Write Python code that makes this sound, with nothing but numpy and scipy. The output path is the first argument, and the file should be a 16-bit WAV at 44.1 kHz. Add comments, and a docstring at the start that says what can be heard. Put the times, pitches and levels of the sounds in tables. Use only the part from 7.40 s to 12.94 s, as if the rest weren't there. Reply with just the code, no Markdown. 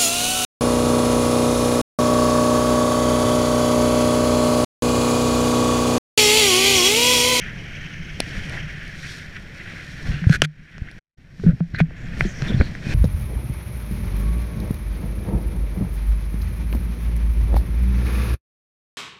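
"""On a small open boat in choppy water, heard from a camera in a waterproof plastic case.
Wind rumbles on the case, waves slosh, foam and spray along the hull, and drops strike the plastic.
Then the camera is grabbed and turned: the case booms and rumbles, fingers click and rub on it,
and jacket sleeves swish. The background dips at the roughest handling, and once all goes silent."""
import sys
import numpy as np
from scipy import signal
from scipy.fft import rfft, irfft
from scipy.io import wavfile
from scipy.ndimage import uniform_filter1d

SR = 44100
rng = np.random.default_rng(int(sys.argv[2]) if len(sys.argv) > 2 else 0)


def master_out(mix):
    """Clip the mix to full scale and print it as 16-bit PCM to the path in sys.argv[1]."""
    frames = np.transpose(np.atleast_2d(mix))
    ceiling = np.clip(frames, -1, 1)
    pcm = np.round(ceiling * 32767).astype(np.int16)
    wavfile.write(sys.argv[1], SR, pcm)


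N = 244314
TIME = np.arange(N) / SR
TURN_S = 3.7  # once the camera is turned, the foam is fainter and the wind stronger


# Blows on the case; the grip sets pitch and damping (t/s, peak level/dB, f/Hz, time to fade 60 dB/s)
BLOWS = [(2.69, -25, 57.5, 0.31), (2.737, -21, 144.4, 0.2), (2.818, -18.5, 169, 0.2),
         (2.8683, -1.5, 101, 0.035), (2.8997, -1, 151, 0.051), (3.023, -17.5, 151.3, 0.2),
         (3.419, -14.5, 64.5, 0.018), (3.995, -26, 179, 0.071), (4.036, -19.5, 398, 0.029),
         (4.044, -15.5, 147, 0.068), (4.0635, -4, 169, .11), (4.0874, -14.5, 178, 0.046),
         (4.105, -29, 205, 0.035), (4.133, -15.5, 132.5, 0.044), (4.2065, -11.5, 168.2, 0.11),
         (4.339, -16, 117, 0.019), (4.41, -5.5, 162.8, 0.095), (4.812, -15, 144, 0.044),
         (4.832, -16.5, 34.2, 0.14), (4.85, -22.5, 348, 0.041), (4.852, -17, 197, 0.069),
         (5.022, -14, 144, 0.033), (5.099, -13, 202, 0.044), (5.103, -22, 416, 0.013),
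         (5.1427, -8.5, 125, 0.04), (5.2, -3, 74, .05), (5.201, -19, 380, .02), (5.2125, -10, 220, .02),
         (5.468, -12, 146, 0.014)]
def knocks():
    """Each blow makes the case boom on its mount, damped by the hand, while its wall rings faintly."""
    out, t = np.zeros(N), np.arange(SR // 3) / SR
    wall_hz, wall_db, wall_fade_s = 1560, -41, 0.41
    wall = gain_of(wall_db - 60 * t / wall_fade_s) * np.sin(2 * np.pi * wall_hz * t)
    attack = 1 - np.exp(-t / 0.0025)
    for s, db, hz, fade_s in BLOWS:
        boom = -np.sin(2 * np.pi * hz * t) * attack * gain_of(-60 * (t / fade_s) ** 1.39)
        ring = wall * gain_of(-20 * t / fade_s)
        swing = min(gain_of(db), .85)
        add(out, s, swing * (boom / abs(boom).max() + ring))
    return out


# Tone of a finger's tap (f/Hz, level/dB)
TAP_TONE = [(60, 3), (300, 5), (1000, -5), (1550, 0.5), (2100, -1.5), (2700, 0.5), (3700, -12), (5500, -5),
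            (8000, -18), (11000, -23.5), (15000, -24.5)]
# Finger taps (t/s, level/dB, treble cutoff/Hz, chatter time/s, ring f/Hz, ring boost/dB)
TAPS = [(2.841, -21.5, 2350, 0.042, 1940, 9), (2.8954, -16.5, 6000, 0.027, 403, 8.5),
        (3.0191, 1.5, 6860, 0.019, 3150, 11), (3.3813, -32, 6440, 0.0044, 910, 5),
        (3.4862, -31.5, 3000, 0.0085, 2000, 34), (3.998, -37.5, 4000, 0.015, 1100, 6),
        (4.037, -31, 1810, 0.03, 550, 5.5), (4.064, -27.5, 1290, 0.0098, 497, 5),
        (4.2043, -22, 1600, 0.012, 587, 13.5), (4.347, -19.5, 3500, 0.03, 1710, 12),
        (4.403, -10.5, 2450, 0.03, 695, 11), (4.5065, -32.5, 2020, 0.025, 450, 15),
        (4.8081, -5.5, 2560, 0.01, 2120, 14.5), (5.021, -20.5, 6000, 0.0094, 4220, 10),
        (5.211, -11, 1030, 0.013, 2140, 20), (5.3512, -24, 5000, 0.018, 1900, 19)]
def finger_taps():
    """Fingers click on the case, and each spot they strike rings at its own pitch."""
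    out = np.zeros(N)
    for s, db, cutoff_hz, chatter_s, ring_hz, ring_db in TAPS:
        response = case_response(TAP_TONE, cutoff_hz, spot=[(ring_hz, 650, ring_db)])
        add(out, s, gain_of(db) * strike(response, chatter_s))
    return out


# Tone of skin dragging on plastic (f/Hz, level/dB)
RUB_TONE = [(150, 3.5), (450, -2.5), (1000, -18.5), (1400, 1.5), (2000, 4), (2800, -1.5), (4500, -5.5),
            (6000, -10), (7500, -11.5), (10000, -13), (13000, -17.5), (15000, -23.5)]
# Finger drags (start/s, strongest/s, end/s, level/dB, treble cutoff/Hz, creak f/Hz, creak boost/dB)
DRAGS = [(2.647, 2.671, 2.69, -34, 4000, 2000, 11), (2.716, 2.7, 2.88, -36, 4370, 2770, 11),
         (2.862, 2.925, 2.95, -29, 9500, 1650, 6), (2.922, 2.948, 2.975, -19, 8000, 1600, 9),
         (3.018, 3.051, 3.059, -23.5, 7000, 3200, 6), (4.04, 4.095, 4.135, -35, 2000, 540, 19),
         (4.335, 4.355, 4.42, -36, 3160, 2000, 14), (4.383, 4.388, 4.41, -37.5, 14000, 3360, 4),
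         (4.381, 4.404, 4.42, -22.5, 3670, 2340, 13.5), (5.085, 5.105, 5.18, -35, 1200, 420, 14),
         (5.196, 5.206, 5.235, -25, 1000, 520, 12), (5.417, 5.54, 6.6, -34, 7240, 2520, 17)]
def finger_rubs():
    """Skin sticks and slips on the plastic, harder and harder until it lets go."""
    out = np.zeros(N)
    slips = impacts(2500, spread_db=3) + .5 * rng.standard_normal(N)
    for start, top, end, db, cutoff_hz, creak_hz, creak_db in DRAGS:
        response = case_response(RUB_TONE, cutoff_hz, spot=[(creak_hz, 380, creak_db)])
        scrape = signal.oaconvolve(slips, response)[:N]
        out += gain_of(db) * unit_level(scrape) * np.interp(TIME, [start, top, end], [0, 1, 0])
    return out


# Tone of a drop's impact (f/Hz, level/dB)
DROP_TONE = [(60, -5), (250, 7.5), (700, 0), (1550, -16.5), (2500, 3), (3200, -4.5), (4300, 0), (5200, 0.5),
             (6500, -18.5), (8000, -16.5), (9800, -3.5), (11500, -25), (15000, -25.5)]
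# Drops landing (t/s, level/dB, chatter time/s)
DROP_HITS = [(0.8028, -8.5, 0.0086), (1.0965, -30.5, 0.0011), (1.479, -37, 0.0027), (3.514, -38.5, 0.0029)]
def water_drops():
    """Drops of water strike the case with a hard, bright tick."""
    out = np.zeros(N)
    for s, db, chatter_s in DROP_HITS:
        add(out, s, gain_of(db) * strike(case_response(DROP_TONE), chatter_s))
    return out


# Pitches at which the plastic case rings (f/Hz, width/Hz, boost/dB)
CASE_RINGS = [(630, 220, 5), (1520, 410, 8.5), (2433, 120, 4), (3416, 140, 5.5), (4220, 220, 5.5),
              (5630, 360, 3.5), (6420, 440, 6), (9200, 270, 6.5), (9010, 1200, -0.5), (12200, 900, 4.5)]
def case_response(tone, cutoff_hz=SR, spot=(), size=4096):
    """How the case rings after one push; the softer the contact, the less treble."""
    hz = abs(np.fft.fftfreq(size, 1 / SR))
    boost_db = sum(db / (1 + (2 * (hz - centre) / width) ** 2)
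                   for centre, width, db in [*CASE_RINGS, *spot])
    gain = gain_of(tone_db(tone, hz) + boost_db) / np.hypot(1, (hz / cutoff_hz) ** 2.38)
    log_spectrum = np.conj(signal.hilbert(np.log(gain + 1e-6)))  # puts the ringing after the push
    return np.fft.ifft(np.exp(log_spectrum)).real[:size // 2]


def strike(response, chatter_s, size=2048):
    """A contact chatters briefly, evenly over all pitches, and rings the case."""
    t = np.arange(size) / SR
    chatter = rfft(rng.standard_normal(size) * gain_of(-60 * t / chatter_s))
    force = irfft(chatter / (abs(chatter) + 1e-9)) * gain_of(-20 * t / chatter_s)
    tap = signal.fftconvolve(force, response)
    return tap / np.linalg.norm(tap) * np.sqrt(0.0009 * SR)  # same energy for every strike


# Sleeves brushing past (start/s, end/s, level/dB, first f/Hz, last f/Hz)
SLEEVE_MOVES = [(4.334, 4.374, -44, 4150, 4100), (4.537, 4.71, -65, 6700, 6800),
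                (4.772, 4.853, -57.5, 11000, 7160), (4.84, 4.95, -49, 6394, 6200),
                (4.907, 5.057, -49, 5850, 5310), (5.072, 5.119, -37, 3480, 3460),
                (5.123, 5.156, -43, 3320, 3600), (5.148, 5.32, -46.5, 4200, 4130)]
def sleeve_swishes():
    """The weave of a sleeve rasps at a pitch that follows the speed of the arm; faster is broader."""
    out = np.zeros(N)
    weave = rng.standard_normal(N) * flicker(260, spread_db=2.2)
    for start, end, db, first_hz, last_hz in SLEEVE_MOVES:
        rasp = weave[int(start * SR):][:int((end - start) * SR)]
        hz, width_hz = np.linspace(first_hz, last_hz, len(rasp)), (first_hz / 175) ** 2
        rasp = resonate(resonate(rasp, hz, width_hz), hz, width_hz)
        add(out, start, gain_of(db) * unit_level(rasp) * signal.windows.tukey(len(rasp), .7))
    return out


# Tones of the low slosh, the rushing foam and the high spray (f/Hz, level/dB)
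SLOSH_TONE = [(150, -27.5), (280, 1.5), (450, -3.5), (680, -5), (900, -11.5), (1150, -10), (1600, -24),
              (3000, -50)]
FOAM_TONE = [(700, -38.5), (1150, -14), (1450, -1), (1800, 4.5), (2100, 0.5), (2450, -1), (2850, -8.5),
             (3150, -6.5), (3650, -16.5), (4500, -29), (7000, -51)]
SPRAY_TONE = [(1500, -16.5), (3200, 1.5), (4300, 2.5), (5000, -1), (5650, 3.5), (6150, -6.5), (6500, -4),
              (7300, -9.5), (8700, -13), (9600, -12), (10900, -20.5), (12300, -19.5), (14500, -26.5),
              (15300, -46)]
# Waves breaking on the hull (crest t/s, length/s, slosh level/dB, foam level/dB, spray level/dB)
HULL_WAVES = [(0.054, 0.087, -65, -34.5, -59), (0.168, 0.24, -48, -62, -59), (0.442, 0.6, -65, -42.5, -57),
              (0.967, 0.31, -46, -37, -45.5), (1.147, 0.092, -38.5, -34.5, -46.5),
              (1.307, 0.085, -51.5, -39, -56), (1.428, 0.24, -67, -40, -53), (1.698, 0.22, -56, -39, -42.5),
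              (1.965, 0.029, -52, -36.5, -53), (2.19, 0.079, -57, -42, -61),
              (2.302, 0.15, -50.5, -39.5, -54.5), (2.503, 0.6, -72, -45.5, -50),
              (2.679, 0.12, -41.5, -42.5, -47), (3.268, 0.36, -52, -37.5, -52.5),
              (3.465, 0.066, -47, -36.5, -59), (4.042, 0.11, -55.5, -44, -47), (4.64, 0.39, -44, -33, -55),
              (4.811, .12, -40.5, -32.5, -44), (5.073, .16, -38.5, -31, -47), (5.218, 0.23, -43, -37, -51),
              (5.53, 0.14, -37.5, -30, -40.5)]
def waves():
    """Waves slosh at the hull, bubbly foam rushes by and spray falls back in droplets."""
    slosh = rng.standard_normal(N) + 0.17 * bubbles(900, 287, 1200, cycles=9)
    slosh = with_tone(slosh, SLOSH_TONE) * swell(HULL_WAVES, steady_db=-51.5, column=2)
    foam = rng.standard_normal(N) + 0.21 * bubbles(900, 1300, 3600, cycles=31)
    foam = with_tone(foam * flicker(24, spread_db=1.3), FOAM_TONE)
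    foam *= swell(HULL_WAVES, steady_db=-44, column=3) * gain_of(-5 * (TIME > TURN_S))
    spray = rng.standard_normal(N) + .5 * impacts(1500, spread_db=6.5)
    spray = with_tone(spray * flicker(30, spread_db=0.84), SPRAY_TONE)
    spray *= swell(HULL_WAVES, steady_db=-56.5, column=4)
    return slosh + foam + spray


# Tone of the hiss at the front of the boat (f/Hz, level/dB)
BOW_TONE = [(1400, -22), (2150, 5), (2750, -0.5), (3200, 1), (3700, -29), (5000, -16), (5700, -10),
            (6500, -16), (7300, -41.5), (12000, -50.5)]
def bow_wave():
    """The bow wave hisses with tiny bubbles at first, then drops away."""
    level_db, fade_from_s, fade_db_per_s = -42.5, 1.23, 68
    fizz = rng.standard_normal(N) + 0.27 * bubbles(900, 2000, 6800, cycles=46)
    hiss = with_tone(fizz * flicker(40, spread_db=3.7), BOW_TONE)
    return hiss * gain_of(level_db - fade_db_per_s * np.maximum(TIME - fade_from_s, 0))


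def bubbles(per_s, low_hz, high_hz, cycles, sizes=24):
    """Bubbles of many sizes ring briefly, rising in pitch."""
    out = np.zeros(N)
    for hz in np.geomspace(low_hz, high_hz, sizes):
        age = np.linspace(0, 1, int(cycles * SR / hz))
        ping = np.sin(2 * np.pi * cycles * age * (1 + .06 * age)) * np.exp(-4 * age)
        births = impacts(per_s / sizes, spread_db=3.5)
        out += signal.oaconvolve(births, ping / np.linalg.norm(ping))[:N]
    return unit_level(out)


# Tone of the low rumble (f/Hz, level/dB)
RUMBLE_TONE = [(10, 2), (30, 3.5), (75, -1), (105, -1.5), (155, 3), (205, -6), (270, -14), (450, -37.5),
               (900, -68)]
# Low swells from wind gusts and from shoves on the handled case (strongest t/s, length/s, level/dB)
RUMBLE_SWELLS = [(0.07, 0.28, -35), (0.65, 0.96, -36), (0.977, 0.08, -28), (1.165, 0.21, -30),
                 (2.695, 0.075, -22), (2.964, 0.086, -20.5), (3.198, 0.06, -24), (3.408, 0.13, -25.5),
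                 (4.086, 0.056, -10.5), (4.44, 0.16, -22.5), (4.692, 0.13, -25), (4.815, 0.057, -25.5),
                 (5.148, 0.21, -25), (5.498, 0.08, -26)]
def wind_and_shoves():
    """Wind gusts and shoves on the handled case make a lumpy rumble swell, up to a ceiling."""
    turned_boost_db, ceiling_db = 3.5, -15
    strength = swell(RUMBLE_SWELLS, steady_db=-38, column=2)
    strength *= gain_of(turned_boost_db * (TIME > TURN_S)) * dips()
    rumble = with_tone(rng.standard_normal(N) * flicker(25, spread_db=0.83), RUMBLE_TONE)
    return rumble * np.minimum(strength, gain_of(ceiling_db))


# Very high tones (f/Hz, relative level/dB)
WHINE_PITCHES = [(11719, -3), (14626, -1)]
def whine():
    """Thin, slightly unsteady tones from the camera's electronics."""
    out = np.zeros(N)
    for hz, db in WHINE_PITCHES:
        wavering_hz = hz + 9 * drift(30)
        out += gain_of(db) * np.sin(2 * np.pi * np.cumsum(wavering_hz) / SR)
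    return gain_of(-74.5) * out


# Dips in the background at the roughest handling (t/s, depth/dB)
LEVEL_DIPS = [(2.87, 8.5), (3.018, 20.5), (3.75, 14.5), (4.066, 9.5), (4.207, 10.5), (4.409, 12.5)]
def dips(recover_db_per_s=27.5):
    """A gain that drops at once and creeps back at a steady rate."""
    each_db = [(TIME >= s) * (db - recover_db_per_s * (TIME - s)) for s, db in LEVEL_DIPS]
    deepest_db = np.maximum(np.max(each_db, axis=0), 0)
    return gain_of(-uniform_filter1d(deepest_db, size=256))


def swell(rows, steady_db, column):
    """A steady level on which each row's swell builds up and dies away; column picks its level."""
    rise, fall, roundness = .6, .65, 1.34  # rise, fall: shares of the length; roundness 1 is pointed
    t = TIME[::64]
    power = np.full(len(t), gain_of(steady_db) ** 2)
    for row in rows:
        age = (t - row[0]) / row[1]
        hump = np.exp(-np.maximum(-age / rise, age / fall) ** roundness)
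        power += (gain_of(row[column]) * hump) ** 2
    return np.interp(TIME, t, np.sqrt(power))


def impacts(per_s, spread_db):
    """Tiny hits at random times, a few of them large."""
    hits = (rng.random(N) < per_s / SR) * rng.choice([-1, 1], N)
    return unit_level(hits * gain_of(spread_db * np.minimum(rng.exponential(1, N), 4)))


def drift(rate_hz):
    """A smooth random wander, mostly slower than rate_hz."""
    hz = np.fft.rfftfreq(N, 1 / SR)
    return unit_level(irfft(rfft(rng.standard_normal(N)) / (1 + (hz / rate_hz) ** 4), N))


def flicker(rate_hz, spread_db):
    """A gain that wavers at random."""
    return gain_of(spread_db * drift(rate_hz))


def resonate(x, hz, width_hz):
    """Keeps the part of x near a moving pitch."""
    turn = np.exp(2j * np.pi * np.cumsum(hz) / SR)
    feedback = np.exp(-np.pi * width_hz / SR)
    return 2 * (turn * signal.lfilter([1 - feedback], [1, -feedback], x / turn + 1e-18)).real


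def with_tone(x, tone):
    """Shapes the lows and highs of x by a tone table, at an average level of 1."""
    gain = gain_of(tone_db(tone, np.fft.rfftfreq(N, 1 / SR)))
    return unit_level(irfft(rfft(x) * gain, N))


def tone_db(tone, hz):
    """Reads between the points of a tone table, along a musical (log) pitch scale."""
    points_hz, db = np.transpose(tone)
    return np.interp(np.log(hz + 1), np.log(points_hz), db)


def gain_of(db):
    """Decibels to gain."""
    return 10 ** (np.asarray(db) / 20)


def unit_level(x):
    """Scales x to an average (rms) level of 1."""
    return x / np.sqrt(np.mean(x ** 2) + 1e-20)


def add(mix, s, sound):
    """Mixes a sound in at time s."""
    part = mix[max(round(s * SR), 0):][:len(sound)]
    part += sound[:len(part)]


def scene():
    """The sea and the handling, at one microphone."""
    background = wind_and_shoves() + (waves() + bow_wave() + whine()) * dips()
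    close_by = knocks() + finger_taps() + finger_rubs() + water_drops() + sleeve_swishes()
    return (close_by + background)[None]


def record(dry):
    """The hardest blows overload, all goes silent for a moment, and the highest treble is cut."""
    pause_s, length_s, fade_s, pause_db = 3.589, .187, .011, -60
    inside_s = np.minimum(TIME - pause_s, pause_s + length_s - TIME)
    pause = gain_of(pause_db * np.clip(inside_s / fade_s, 0, 1))
    treble_cut = signal.firwin(511, cutoff=15750, window=("kaiser", 9), fs=SR)
    return signal.oaconvolve(np.clip(dry, -1, 1) * pause, treble_cut[None], "same")


dry = scene()
out = record(dry)
master_out(out)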